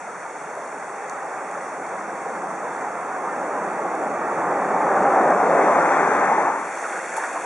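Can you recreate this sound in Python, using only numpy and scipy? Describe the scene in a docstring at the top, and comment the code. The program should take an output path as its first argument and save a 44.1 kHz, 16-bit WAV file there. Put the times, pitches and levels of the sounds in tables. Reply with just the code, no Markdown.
"""One first hears a shallow creek over stones; two vehicles approach on a road and their tyre roar swells over it.
The sound then cross-fades to white water in the same creek, with gulps and splashes close by.
Water is turbulent noise plus swarms of ringing bubbles; gulps are runs of air pockets, splashes noise bursts.
Traffic is coloured noise, tyre song and engine drone, shaped by distance and bearing.
Three narrow bands are notched from the treble, and the whole is band-limited."""
import sys
import numpy as np
from scipy import signal
from scipy.fft import rfft, irfft, next_fast_len
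from scipy.io import wavfile
from scipy.ndimage import uniform_filter1d, map_coordinates

SR = 44100
rng = np.random.default_rng(int(sys.argv[2]) if len(sys.argv) > 2 else 0)


def master_out(mix):
    """Clip the mix to full scale and print it as 16-bit PCM to the path in sys.argv[1]."""
    frames = np.transpose(np.atleast_2d(mix))
    ceiling = np.clip(frames, -1, 1)
    pcm = np.round(ceiling * 32767).astype(np.int16)
    wavfile.write(sys.argv[1], SR, pcm)


N = 328545  # samples

# Spectra of the two waters: [f/Hz, relative level/dB]
SHALLOWS_SPECTRUM = [(30, -55), (70, -43), (120, -20.5), (180, -8.5), (240, -10.5), (400, -5.5),
                     (780, -1.5), (1400, -3), (2200, -9.5), (3500, -19), (4500, -20), (6000, -17.5),
                     (8500, -22.5), (10300, -28.5), (11300, -40)]
RAPIDS_SPECTRUM = [(30, -49), (90, -41), (180, -13), (240, -13), (340, -5), (820, 0.6), (1100, -3.5),
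                   (1550, -2), (2300, -6.5), (3500, -17), (4500, -18), (6500, -16.5), (9500, -22.5),
                   (11300, -32.5)]
# Likeness of left and right: [f/Hz, coherence]
SHALLOWS_COHERENCE = [(60, 0.98), (200, 0.91), (500, 0.97), (900, 0.94), (1600, 0.84), (2500, 0.91),
                      (3300, 0.73), (6000, 0.53), (10800, 0.33)]
RAPIDS_COHERENCE = [(60, .6), (200, .96), (800, .98), (2300, .92), (3300, .72), (6500, 0.63), (10800, .42)]
ROAD_COHERENCE = [(60, 0.95), (200, 1), (700, .99), (1100, 0.95), (1900, 0.94), (3400, 0.61), (6000, 0.37),
                  (9000, 0.22)]
# Phase by which the shallows reach the left first: [f/Hz, phase/rad]
SHALLOWS_LEAD = [(100, -.07), (1100, -.3), (2000, -.06), (6500, .2)]
# Water folding over a stone and trapping a cluster of air pockets:
# [t/s, mid-range f/Hz, level/dB, length/s, range of pitch/octave]
GULP_EVENTS = [(0.567, 675, -32.5, 0.031, 0.33), (1.228, 1090, -36, 0.035, 0.3),
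               (1.531, 800, -32.5, .06, 1.43), (1.931, 900, -31.5, 0.028, 1.5), (2.249, 530, -33, .07, 0.4),
               (2.626, 700, -29.5, 0.039, 1.15), (2.826, 860, -30.5, 0.049, 0.31),
               (3.27, 1200, -32, .03, .3), (6.85, 1330, -28, .015, 0.2), (6.955, 1473, -27.5, 0.019, 0.12),
               (7.17, 794, -24.5, .02, 0.35), (7.22, 1164, -28.5, .035, 0.91),
               (7.236, 1660, -29, 0.021, .15), (7.342, 760, -28.5, .035, 0.55),
               (7.356, 1090, -29, 0.027, 0.3), (7.43, 880, -31, 0.021, 0.54)]
# Drops and spray hitting stone: [t/s, level before the band filter/dB, 60 dB decay time/s, upper f/Hz]
SPLASH_EVENTS = [(0.552, -35, .012, 9000), (1.0972, -17.5, 0.0052, 7800), (1.5125, -29, .007, 9000),
                 (1.866, -31, .007, 9000), (1.8906, -32, .007, 9000), (2.7614, -28.5, .03, 4800),
                 (3.9515, -34, .012, 9500), (5.3033, -25, .015, 6505), (7.166, -20.5, 0.017, 10200),
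                 (7.173, -24.5, 0.03, 9000), (7.18, -34, 0.18, 9900), (7.235, -35, 0.13, 10000),
                 (7.3305, -26, .009, 10500)]
# Vehicles: [t when level with the listener/s, closest distance/m,
# then peak level/dB of rumble, tyre roar, tread hiss and sizzle, before the sway]
VEHICLES = [(5.399, 12.22, -28.5, -18.5, -31, -40), (6.201, 9.8, -30.5, -45, -21.5, -44)]
# Spectra of the road noise: [f/Hz, relative level/dB]
RUMBLE_SPECTRUM = [(30, -54), (45, -53), (62, -37), (90, -28), (125, -14.5), (170, -3.5), (200, 0.5),
                   (235, -0.5), (285, 4), (420, 3), (800, -21.5), (2000, -68)]
ROAR_SPECTRUM = [(150, -42.5), (300, -13.5), (450, -3), (600, 0.5), (700, 0), (810, 2), (960, -6.5),
                 (1250, -5.5), (2000, -27.5), (2700, -37), (4000, -56)]
TREAD_SPECTRUM = [(100, -71), (400, -40), (800, -9), (950, 6), (1350, 1.5), (1800, -2), (2400, -9.5),
                  (3500, -28.5), (4500, -31), (6300, -32.5), (12000, -67)]
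# Air squeezed from the tread, heard only at close range: [f/Hz, relative level/dB]
SIZZLE_SPECTRUM = [(2000, -16), (3400, 3), (4500, -0.5), (6300, 1), (8000, -5), (9500, -9.5), (11500, -35)]
# Gain of the road noise, which emerges, then swells and ebbs: [t/s, rumble level/dB, tyre level/dB]
ROAD_SWAY = [(0, -12, -7), (.5, -2, -2), (1.3, -3, 1), (1.85, -1.5, -0.8), (2.3, 3.5, -0.5),
             (3.05, -2, -0.5), (3.7, 0.5, 1), (4.1, -0.5, -1.3), (4.45, -0.5, 0.5), (4.7, -0.5, -0.2),
             (5.12, 3, 1), (5.38, -1.5, -1), (5.65, -1.5, 0.7), (6.0, -2, 0.5), (6.3, 0, 0),
             (6.55, -3.5, -1.5)]
# Tyre song, one curve each for the leading and following vehicle:
# [t/s, f before the wander/Hz, level before the sway/dB]
TYRE_SONGS = [
    [(0, 779, -48), (2.5, 779.3, -38.5), (4.3, 788.4, -35.5), (4.85, 790, -28), (5.22, 795, -24.5),
     (5.48, 693.5, -25), (5.68, 600, -26.5), (5.95, 571, -31.5), (6.5, 560, -49)],
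    [(0, 901, -55), (5.4, 899.5, -35.5), (5.75, 890, -30), (6.1, 871, -26), (6.3, 848, -24),
     (6.5, 870, -23), (6.8, 856, -34)],
]
# Brief surges of the tyre roar: [t/s, centre f/Hz, peak level before the sway/dB, half length/s]
ROAR_SURGES = [(5.19, 800, -21, 0.027), (5.318, 720, -22, .012), (5.55, 562, -20, 0.026),
               (5.71, 1000, -20, 0.023), (5.782, 800, -21, 0.022), (6.312, 820, -20, .025),
               (6.475, 848, -20, 0.019)]
# Bearing of the traffic: [t/s, sine of the angle (-1 right, 1 left)]
TRAFFIC_BEARING = [(0, -0.58), (4.3, -0.64), (5.8, 0.85), (6.5, 0.95)]
# Treble notches, a wide and a narrow one in series for each band: [f/Hz, width/Hz]
TREBLE_NOTCHES = [(3015, 1200), (3020, 130), (4015, 1300), (4020, 220), (5020, 1200), (5030, 450)]

TOP_HZ = 11300  # band limit
SPEED_M_PER_S, SOUND_M_PER_S = 18.1, 343  # of the vehicles and of sound
FIRING_HZ = 89  # leading vehicle's engine, before Doppler shift and wander
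SONG_WANDER = .028  # share by which an uneven road bends the tyres' pitch
POCKET_CYCLES = 7.3  # cycles in which an air pocket's ring decays by exp(-2)
CROSSFADE_START_S, CROSSFADE_LENGTH_S = 6.423, 0.44


def shallows():
    """Turbulence and bubble resonance: a wash, deep and light bubbles surging separately, and a fine fizz."""
    wash = turbulence(patchy_db=0.84)
    burble_gain = amp(-14.5 + 1.5 * wobble(11))
    burble = burble_gain * bubbles(190, 385.0, 908.5, cycles=19.0, spread_db=0.5, size=1600)
    babble_gain = amp(-15.0 + 1.4 * wobble(14))
    babble = babble_gain * bubbles(480, 854, 2310, cycles=16.0, spread_db=1.0, size=900)
    fizz_gain = amp(-9.0 + 0.91 * wobble(11))
    fizz = fizz_gain * bubbles(1500, 3100, 10850, cycles=22, spread_db=0.5, size=240)
    mix = wash + burble + babble + fizz
    water = amp(-33.5) * spread(mix, SHALLOWS_SPECTRUM, SHALLOWS_COHERENCE)
    opposite = np.array([[1], [-1]])  # left leads by half the phase, right lags by half
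    return filtered(water, lambda hz: np.exp(.5j * along(SHALLOWS_LEAD, hz) * opposite))


def rapids():
    """Air entrainment: white water churns air into many more bubbles, with spray above on the same surge."""
    wash = turbulence(patchy_db=0.5)
    surge_db = wobble(13)
    churn = amp(-13.5 + surge_db) * bubbles(900, 447, 2234, cycles=10.7, spread_db=1.2, size=700)
    spray = amp(-7.0 + surge_db) * bubbles(3000, 3040, 10400, cycles=5, spread_db=2.3, size=120)
    return amp(-28.0) * spread(wash + churn + spray, RAPIDS_SPECTRUM, RAPIDS_COHERENCE)


def gulps(count=12):
    """Cavity resonance: each plunge sheds a quick run of air pockets, in any order of size, gliding upward."""
    out, t = np.zeros(N), np.arange(SR // 6) / SR
    for start_s, hz, db, length_s, octaves in GULP_EVENTS:
        jitter = rng.random((count, 1))
        pitch = rng.permutation(np.linspace(0, 1, count))[:, None]
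        born_s = length_s * (np.arange(count)[:, None] + jitter) / count
        pocket_hz = hz * 2 ** (octaves * (pitch - .5))
        turns = pocket_hz * np.maximum(t - born_s, 0)
        cluster = np.sum(ringing(turns, POCKET_CYCLES, glide=0.015), axis=0)
        length_gain = np.sqrt(length_s / t[-1])  # shorter clusters carry less energy
        add(out, start_s, amp(db) * length_gain * unit(cluster))
    # small pockets radiate no bass
    return signal.sosfilt(signal.butter(2, 400, "high", fs=SR, output="sos"), out)


def splashes():
    """Impact noise: flung drops land in short decaying bursts; the bigger the drop, the lower its upper limit."""
    out, t = np.zeros((2, N)), np.arange(SR // 8) / SR
    for start_s, db, decay_s, top_hz in SPLASH_EVENTS:
        shared = np.sign(rng.standard_normal(len(t)))
        burst = shared + 0.5 * rng.standard_normal((2, len(t)))
        band = signal.butter(2, [3300, top_hz], "band", fs=SR, output="sos")
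        add(out, start_s, signal.sosfilt(band, amp(db - 60 * t / decay_s) * burst))
    return out


def traffic():
    """Spreading loss: rumble, roar and tread hiss fade with range, the tread hiss least of all; sizzle trails
    each vehicle."""
    rumble_db, roar_db, tread_db, sizzle_db = np.transpose(VEHICLES)[2:6]
    rumble_sway, tyre_sway = amp(curves(ROAD_SWAY))

    rumble_noise = spread(turbulence(patchy_db=0.5), RUMBLE_SPECTRUM, ROAD_COHERENCE)
    rumble = swell(rumble_db, falloff=1.11, late_s=-0.1) * (rumble_noise + amp(-19) * engine())

    roar_noise = spread(turbulence(patchy_db=0.86), ROAR_SPECTRUM, ROAD_COHERENCE)
    roar = swell(roar_db, falloff=1.13, late_s=0.04) * roar_noise

    tread_noise = spread(turbulence(patchy_db=0.55), TREAD_SPECTRUM, ROAD_COHERENCE)
    tread = swell(tread_db, falloff=0.92, late_s=-0.039) * tread_noise

    sizzle_noise = spread(turbulence(patchy_db=1.5), SIZZLE_SPECTRUM, ROAD_COHERENCE)
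    sizzle = swell(sizzle_db, falloff=1.6, late_s=0.54) * sizzle_noise

    body = roar + sizzle + tyre_song(width_hz=61) + surges(width_hz=166)
    tyres = from_road(body, shade_db=.5) + from_road(tread, shade_db=3.0)
    return rumble_sway * from_road(rumble, shade_db=.5) + tyre_sway * tyres


def tyre_song(width_hz):
    """Periodic impact: tread blocks strike at a blurred rate, a noise band that sinks as a vehicle passes."""
    song = np.zeros(N)
    for hz, db in map(curves, TYRE_SONGS):
        wandering_hz = hz * (1 + SONG_WANDER * wobble(4))
        song += amp(db) * narrow_noise(wandering_hz, width_hz)
    return song


def surges(width_hz):
    """Amplitude modulation: Gaussian envelopes gather the close tyre roar into brief, rough clumps."""
    t, out = np.arange(N) / SR, np.zeros(N)
    for peak_s, hz, db, half_s in ROAR_SURGES:
        envelope = np.exp(-.5 * ((t - peak_s) / half_s) ** 2)
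        out += amp(db) * envelope * narrow_noise(hz, width_hz)
    return out


def engine():
    """Doppler shift: an unsteady firing drone and its stronger octave drop as the leading vehicle passes."""
    pass_s, distance_m = VEHICLES[0][:2]
    firing_hz = FIRING_HZ * drive_by(pass_s, distance_m)[1]
    phase = 2 * np.pi * np.cumsum(firing_hz * (1 + 0.0303 * wobble(9))) / SR
    fundamental = amp(-12.5 + 2 * wobble(7.2)) * np.sin(phase)
    octave = amp(0.9 * wobble(7.3)) * np.sin(2 * phase)
    return unit(fundamental + octave)


def swell(peaks_db, falloff, late_s=0):
    """Distance law: gain falls as a power of range, peaking late or early for backward or forward radiation."""
    gains = []
    for (pass_s, distance_m, *_), db in zip(VEHICLES, peaks_db):
        nearness = drive_by(pass_s + late_s, distance_m)[0]
        gains.append(amp(db) * nearness ** falloff)
    return np.linalg.norm(gains, axis=0)  # the vehicles' powers add


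def drive_by(pass_s, distance_m):
    """Straight-line motion: nearness (1 when level with the listener) and Doppler factor of a vehicle."""
    road_m = SPEED_M_PER_S * (np.arange(N) / SR - pass_s)
    range_m = np.hypot(road_m, distance_m)
    doppler = 1 / (1 + SPEED_M_PER_S / SOUND_M_PER_S * road_m / range_m)
    return distance_m / range_m, doppler


def from_road(pair, shade_db):
    """Interaural difference: the nearer side hears the traffic a little earlier and louder."""
    bearing, = curves(TRAFFIC_BEARING)
    half_lead = 7e-5 * bearing * SR / 2  # samples, from a full lead of 70 microseconds
    left = map_coordinates(pair[0], [np.arange(N) + half_lead], mode="mirror")
    right = map_coordinates(pair[1], [np.arange(N) - half_lead], mode="mirror")
    return np.array([left, right]) * amp(shade_db * np.array([bearing, -bearing]) / 2)


def turbulence(patchy_db, streak_db=1.5):
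    """Random flow: two unrelated white noises whose gain wanders in broad patches and narrow streaks of pitch."""
    z = signal.stft(rng.standard_normal((2, N)), nperseg=2048)[2]
    broad, narrow = rng.standard_normal((2, *z.shape[1:]))
    broad = uniform_filter1d(uniform_filter1d(broad, size=28, axis=0), size=3, axis=1)
    narrow = uniform_filter1d(uniform_filter1d(narrow, size=3, axis=0), size=6, axis=1)
    gain = amp(patchy_db * unit(broad) + streak_db * unit(narrow))
    return unit(signal.istft(z * gain, nperseg=2048)[1][:, :N])


def bubbles(per_second, low_hz, high_hz, cycles, spread_db, size):
    """Bubble resonance: two unrelated swarms, each bubble rising in pitch as it nears the surface."""
    count = int(per_second * N / SR)
    when, pitch, chance, angle = rng.random((count, 4)).T[:, :, None]
    hz = low_hz * (high_hz / low_hz) ** pitch
    ring = ringing(hz * np.arange(size) / SR, cycles, glide=0.041)
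    strength = amp(-spread_db * np.log(np.maximum(chance, .01))) * hz
    at = ((when * N).astype(int) + np.arange(size)).ravel()
    swarms = []
    for side in (np.cos(2 * np.pi * angle), np.sin(2 * np.pi * angle)):
        swarms.append(np.bincount(at, (ring * strength * side).ravel(), N)[:N])
    return unit(np.array(swarms))


def ringing(turns, cycles, glide):
    """Damped oscillation: a soft onset, a rising pitch and a decay by exp(-2) over the given cycles."""
    age = turns / cycles
    tone = np.sin(2 * np.pi * turns * (1 + glide * np.minimum(age, 2)))
    return tone * np.exp(-2 * age) * (1 - np.exp(-2 * turns))


def narrow_noise(centre_hz, width_hz):
    """Quadrature modulation: low-passed noise carried to a fixed or moving pitch, rms 1."""
    phase = 2 * np.pi * np.cumsum(centre_hz * np.ones(N)) / SR
    a, b = filtered(rng.standard_normal((2, N)), lambda hz: 1 / (1 + (hz / width_hz) ** 4))
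    return unit(a * np.cos(phase) + b * np.sin(phase))


def spread(pair, spectrum, coherence):
    """Stereo coherence: two unrelated signals are coloured and blended into left and right, rms 1."""
    def mid_side(hz):
        turn = np.arccos(np.clip(along(coherence, hz), -1, 1)) / 2
        return amp(along(spectrum, hz)) * [np.cos(turn), np.sin(turn)]

    mid, side = filtered(pair, mid_side)
    return unit(np.array([mid + side, mid - side]))


def wobble(per_second):
    """Interpolation: a smooth random curve of about unit size through random knots."""
    knots = rng.standard_normal(400)
    return map_coordinates(knots, [np.arange(N) * per_second / SR], mode="mirror")


def amp(db):
    """Logarithmic level: decibels to amplitude gain."""
    return 10 ** (np.asarray(db) / 20)


def unit(x):
    """Normalisation: x at rms 1."""
    return x / np.sqrt(np.mean(x ** 2) + 1e-20)


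def along(points, hz):
    """Logarithmic pitch: (f/Hz, value) points interpolated on a log axis."""
    f, v = np.transpose(points)
    return np.interp(np.log(hz + 1), np.log(f), v)


def curves(rows):
    """Linear interpolation: one value per sample for each column after the time."""
    s, *cols = np.transpose(rows)
    return [np.interp(np.arange(N) / SR, s, c) for c in cols]


def filtered(x, response):
    """Linear filtering: the spectrum of x times a response of frequency."""
    m = next_fast_len(N + SR // 2)
    return irfft(rfft(x, m) * response(np.fft.rfftfreq(m, 1 / SR)), m)[..., :N]


def add(track, start_s, sound):
    """Superposition: mix a short sound into a track, in place."""
    part = track[..., round(start_s * SR):][..., :sound.shape[-1]]
    part += sound[..., :part.shape[-1]]


def scene():
    """Superposition: shallows and traffic cross-fade to rapids; gulps and splashes lie over both."""
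    fade = np.clip((np.arange(N) / SR - CROSSFADE_START_S) / CROSSFADE_LENGTH_S, 0, 1)
    roadside = (1 - fade) ** 1.36 * (shallows() + traffic())
    white_water = fade ** 0.65 * rapids()
    return roadside + white_water + gulps() + splashes()


def record(dry):
    """Band rejection: three treble bands are notched and nothing is kept from the band limit up."""
    def response(hz):
        gain = hz < TOP_HZ
        for centre, width in TREBLE_NOTCHES:
            reject = centre * centre - hz * hz
            gain = gain * reject / (reject + 1j * hz * width)
        return gain

    return filtered(dry, response)


dry = scene()
out = record(dry)
master_out(out)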